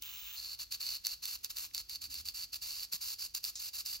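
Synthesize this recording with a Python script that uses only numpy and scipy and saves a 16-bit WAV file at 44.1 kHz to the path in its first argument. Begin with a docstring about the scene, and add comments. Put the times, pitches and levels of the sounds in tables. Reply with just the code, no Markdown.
"""A small hand-held vaporizer fires in stuttering bursts.
Liquid boils on the coil: a dense crackle of bubbles over steam that rings the mouthpiece.
At first the coil only fizzes thinly; larger droplets pop.
Fingers tap and rub the case. A quiet bedroom adds a short tail, low rumble and faint air."""
import sys
import numpy as np
from scipy import signal
from scipy.fft import rfft, irfft, next_fast_len
from scipy.io import wavfile
from scipy.ndimage import map_coordinates

SR = 44100
rng = np.random.default_rng(int(sys.argv[2]) if len(sys.argv) > 2 else 0)


def generate_wav(signal):
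    """Clip the signal to [-1, 1] and save it as 16-bit WAV at the path in sys.argv[1]."""
    frames = np.transpose(np.atleast_2d(signal))
    scaled = np.clip(frames, -1, 1) * 32767
    pcm = np.round(scaled).astype(np.int16)
    wavfile.write(sys.argv[1], SR, pcm)


N = 176400

ATTACK_S, RELEASE_S, SIMMER_S, SIMMER_DB = 0.015, 0.01, 0.066, -13.5
RING_HZ, RING_RISE_HZ_PER_S, RING_WIDTH_HZ = 4390, 60, 420


def boiling():
    """Liquid boils on the coil in bursts that ring the mouthpiece."""
    # start_s, end_s, level_db, ring_db
    bursts = [(.359, 0.547, -44, 16.5), (0.588, 0.633, -42, 14.5), (0.711, 0.751, -39, 14),
              (0.8, 0.965, -39.5, 16), (1.04, 1.139, -40.5, 15.5), (1.224, 1.357, -41, 10),
              (1.435, 1.457, -43, 11.5), (1.497, 1.508, -39.5, 8.5), (1.556, 1.658, -41.5, 7),
              (1.739, 1.808, -41, 14), (1.891, 1.961, -42.5, 19), (2.013, 2.059, -43, 16),
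              (2.1, 2.21, -43.5, 14.5), (2.25, 2.299, -42, 14.5), (2.341, 2.444, -42, 14.5),
              (2.526, 2.562, -40, 13.5), (2.616, 2.846, -41.5, 14), (2.919, 2.957, -37.5, 12),
              (3.008, 3.139, -40, 12), (3.188, 3.262, -40, 14), (3.343, 3.378, -40, 11),
              (3.432, 3.498, -40.5, 10.5), (3.591, 3.688, -42, 11.5), (3.734, 3.81, -40, 11),
              (3.852, 3.961, -40, 12.5)]
    out = np.zeros(N)
    for start_s, end_s, level_db, ring_db in bursts:
        burst = firing(end_s - start_s, lambda hz: boil_colour(hz, start_s, ring_db),
                       spread_db=2.5, spitting=True)
        add(out, start_s - ATTACK_S / 2, amp(level_db) * burst)
    return out


def firing(length_s, colour_db, spread_db, spitting, bubbles_per_s=3500, steam_db=-4.5):
    """Tiny bubbles burst over steam; the level swells, holds, drops and simmers out."""
    t = np.arange(int(length_s * SR) + SR // 5) / SR
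    onsets = rng.random(len(t)) < bubbles_per_s / SR
    size_db = spread_db * np.minimum(rng.standard_normal(len(t)), 2.6)
    bubbles = onsets * amp(size_db) * rng.choice([-1, 1], len(t))
    boil = unit(unit(bubbles) + amp(steam_db) * rng.standard_normal(len(t)))
    off_s = np.maximum(t - length_s - ATTACK_S / 2, 0)
    heating = np.minimum(t / ATTACK_S, 1) ** 1.42
    cooling = np.maximum(np.exp(-off_s / RELEASE_S), amp(SIMMER_DB) * np.exp(-off_s / SIMMER_S))
    heat = heating * cooling
    if not spitting:
        return signal.fftconvolve(boil * heat, impulse(colour_db))
    heat *= amp(wobble(t, knots_per_s=170.7))  # quick, uneven clusters, about 1 dB
    return signal.fftconvolve(boil * heat, impulse(colour_db))[:len(t)] + heat * spits(t)


def boil_colour(hz, start_s, ring_db, tilt_db_per_oct_s=0.75, pivot_hz=4040, neutral_s=2.8):
    """Burst spectrum in dB: the boil, brighter with time, plus the mouthpiece resonance."""
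    # boil spectrum: freq_hz, gain_db
    spectrum = [(150, -23.5), (550, -34.5), (1100, -13.5), (2000, -15), (2800, -2), (3400, -7), (4300, -2),
                (6200, -1), (8500, -1.5), (10700, 3), (13000, 1), (14500, -8), (15500, -6)]
    octaves = np.clip(np.log2((hz + 1) / pivot_hz), -0.5, 0.5)
    tilt_db = tilt_db_per_oct_s * (start_s - neutral_s) * octaves
    resonance_db = ring_db / (1 + ((hz - mouthpiece_hz(start_s)) / RING_WIDTH_HZ) ** 2)
    return along(spectrum, hz) + tilt_db + resonance_db


def mouthpiece_hz(time_s):
    """Slowly rising pitch of the mouthpiece."""
    return RING_HZ + RING_RISE_HZ_PER_S * time_s


def spits(t, rate_per_s=110, centre_hz=7400, t60_s=0.0045):
    """Small droplets tick, each at its own pitch within an octave of the centre."""
    out, age_s = np.zeros(len(t)), t[:SR // 200]
    for when, size, pitch in rng.random((int(rate_per_s * t[-1]), 3)):
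        level_db = 0.5 + 0.5 * min(-np.log(1 - size), 2)
        pitch_hz = centre_hz * 2 ** (2 * pitch - 1)
        tick = amp(level_db - 60 * age_s / t60_s) * np.sin(2 * np.pi * pitch_hz * age_s)
        add(out, when * t[-1], tick)
    return out


def fizzing():
    """The coil fizzes thinly, without the ring, before the liquid boils."""
    # start_s, end_s, level_db
    fizzes = [(0.016, 0.359, -42)]
    # fizz spectrum: freq_hz, gain_db
    spectrum = [(200, -29.5), (550, -37.5), (1100, -18), (2000, -18.5), (3000, 0), (4200, -10), (5400, -16),
                (6500, -8), (10000, -20.5), (13500, -10), (15400, -1.5)]
    out = np.zeros(N)
    for start_s, end_s, level_db in fizzes:
        fizz = firing(end_s - start_s, lambda hz: along(spectrum, hz), spread_db=4, spitting=False)
        add(out, start_s - ATTACK_S / 2, amp(level_db) * fizz)
    return out


def pops(rise_s=0.000095, crack_t60_s=0.0074, ring_t60_s=0.0083):
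    """Droplets burst: a bright crack, slightly different in each ear, and a brief mouthpiece ring."""
    # start_s, crack_rel_db, ring_rel_db
    droplets = [(.023, -31, -46), (.7236, -28, -26), (.8659, -35, -28), (.9049, -35, -31),
                (1.0502, -33, -27), (1.0595, -28, -26), (1.0657, -32, -34), (1.0685, -20, -26),
                (1.2553, -26, -28), (1.446, -24.5, -28), (1.5695, -35, -31), (1.5852, -29, -35),
                (1.7478, -25, -31), (1.7795, -30, -27), (1.896, -32, -38), (1.9573, -34, -34),
                (2.1425, -31, -38), (2.2867, -31, -26), (2.5437, -35, -29), (2.6262, -33, -43),
                (2.934, -29, -26), (3.0272, -33, -35), (3.086, -32, -41), (3.3485, -26, -39),
                (3.3508, -24, -41), (3.4415, -26, -29), (3.4499, -31, -26), (3.8613, -31, -32)]
    # crack spectrum: freq_hz, gain_db
    spectrum = [(200, -24), (600, -24), (2000, -14), (3000, -7), (6200, 1), (8500, -1), (11000, 1),
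                (16000, -3)]
    crack_db, ring_db, per_ear_db = 13.5, 3.5, -8
    out, t = np.zeros((2, N)), np.arange(SR // 30) / SR
    colour = impulse(lambda hz: along(spectrum, hz))
    rise = 1 - np.exp(-t / rise_s)
    for start_s, crack_rel_db, ring_rel_db in droplets:
        snaps = rng.standard_normal((3, len(t))) * rise * amp(-60 * t / crack_t60_s)
        cracks = signal.fftconvolve(snaps, colour[None], axes=1)
        common, *per_ear = cracks / np.linalg.norm(cracks, axis=1, keepdims=True)
        pitch_hz = mouthpiece_hz(start_s) * (1 + rng.normal(0, 0.019))
        envelope = rise * amp(ring_db + ring_rel_db - 60 * t / ring_t60_s)
        ring = envelope * np.sin(2 * np.pi * pitch_hz * t)
        for channel, own in zip(out, per_ear):
            add(channel, start_s, amp(crack_db + crack_rel_db) * (common + amp(per_ear_db) * own))
            add(channel, start_s, ring)
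    return out


def finger_taps():
    """Damped taps and a short scuff on the case: decaying band-passed noise."""
    # start_s, level_db, pitch_hz, t60_s
    taps = [(1.061, -63, 181, 0.026), (1.712, -45, 2480, 0.0028), (2.934, -50, 900, 0.0094),
            (2.936, -55.5, 173, 0.051), (3.555, -40, 5700, 0.22)]
    out, t = np.zeros(N), np.arange(SR // 10) / SR
    for start_s, level_db, pitch_hz, t60_s in taps:
        body = impulse(lambda hz: -10 * np.log10(1 + (2 * np.log2((hz + 1) / pitch_hz)) ** 4))
        contact = rng.standard_normal(len(t)) * amp(-60 * t / t60_s)
        add(out, start_s, amp(level_db) * signal.fftconvolve(contact, body))
    return out


def finger_rub():
    """Fingers rumble on the case as the grip shifts."""
    # rub spectrum: freq_hz, gain_db
    spectrum = [(40, -15), (70, 19.5), (130, -12), (320, -2.5), (500, -88), (1500, -33)]
    # rub envelope: time_s, level_db
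    grip = [(0, -78), (.9, -94), (1.2, -81), (1.95, -71.5), (2.15, -62.5), (2.35, -70.5), (3.1, -85),
            (4, -101)]
    level_db = np.interp(np.arange(N) / SR, *np.transpose(grip))
    return amp(level_db) * (noise(spectrum, channels=1) + 0.38 * noise(spectrum, channels=2))


def room_tail(x, t60_s=0.25, cutoff_hz=6500):
    """Short stereo reverberation; the bedding soaks up its treble."""
    t = np.arange(SR // 2) / SR
    tail = rng.standard_normal((2, len(t))) * amp(-60 * t / t60_s)
    wet = signal.fftconvolve(x, tail / np.linalg.norm(tail[0]), axes=1)[:, :N]
    return filtered(wet, lambda hz: 1 / np.sqrt(1 + (hz / cutoff_hz) ** 8))


def room_tone(rumble_db=-70.5, air_db=-69):
    """Low room rumble and faint air."""
    # rumble spectrum: freq_hz, gain_db
    rumble = [(20, -22), (33, 1.5), (48, 13), (70, 6), (100, 3.5), (170, -21.5), (400, -76.5)]
    # air spectrum: freq_hz, gain_db
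    air = [(50, -2), (150, 6), (300, 1), (600, -7.5), (2000, -6), (6000, 3.5), (15000, -68)]
    return amp(rumble_db) * noise(rumble, channels=1) + amp(air_db) * noise(air, channels=2)


def stereo_widening(hz):
    """Frequency-dependent phase and level differences between left and right widen the sound."""
    # freq_hz, left_lead_rad
    phase = [(2400, 0), (3200, -3.1), (4000, -6.3), (5300, -6.1), (7400, -4.7), (8400, -3.2),
             (11000, -3.05), (12000, -1.9), (13000, -1.4), (14400, 0)]
    # freq_hz, left_minus_right_db
    balance = [(600, 12), (1000, -6), (2150, 1), (2500, 10.5), (2850, -15.5), (3600, 10), (4300, 3.5),
               (4800, -13), (5400, -0.5), (8000, -0.5)]
    sides = np.array([[1], [-1]])
    gain = amp(sides * along(balance, hz) / 2)
    gain /= np.sqrt(np.mean(gain ** 2, axis=0))
    return gain * np.exp(0.5j * sides * along(phase, hz))


def amp(db):
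    """Decibels to gain."""
    return 10 ** (np.asarray(db) / 20)


def unit(x):
    """Scale to rms 1."""
    return x / np.sqrt(np.mean(x ** 2) + 1e-20)


def along(points, hz):
    """Interpolate (freq_hz, value) points on a log axis."""
    freq_hz, values = np.transpose(points)
    return np.interp(np.log(hz + 1), np.log(freq_hz + 1), values)


def filtered(x, response):
    """Apply a frequency response."""
    size = next_fast_len(N + SR // 4)
    return irfft(rfft(x, size) * response(np.fft.rfftfreq(size, 1 / SR)), size)[..., :N]


def impulse(colour_db, size=1024):
    """Minimum-phase impulse response of energy 1."""
    cepstrum = irfft(np.log(amp(colour_db(np.fft.rfftfreq(size, 1 / SR)))))
    cepstrum[1:size // 2] *= 2
    cepstrum[size // 2 + 1:] = 0
    response = irfft(np.exp(rfft(cepstrum)))
    return response / np.linalg.norm(response)


def add(track, start_s, sound):
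    """Mix a sound into the track."""
    i = max(round(start_s * SR), 0)
    part = track[i:i + len(sound)]
    part += sound[:len(part)]


def noise(spectrum, channels):
    """Coloured noise of rms 1."""
    return unit(filtered(rng.standard_normal((channels, N)), lambda hz: amp(along(spectrum, hz))))


def wobble(t, knots_per_s):
    """Smooth random curve."""
    return map_coordinates(rng.standard_normal(int(t[-1] * knots_per_s) + 4), [t * knots_per_s])


def scene(tail_db=-14):
    """The vaporizer, close and widened, in a quiet bedroom."""
    device = boiling() + fizzing() + pops() + finger_taps()
    wide = filtered(device, stereo_widening)
    return wide + amp(tail_db) * room_tail(device) + finger_rub() + room_tone()


def record(dry):
    """Brick-wall low-pass."""
    return filtered(dry, lambda hz: hz < 15900)


dry = scene()
out = record(dry)
generate_wav(out)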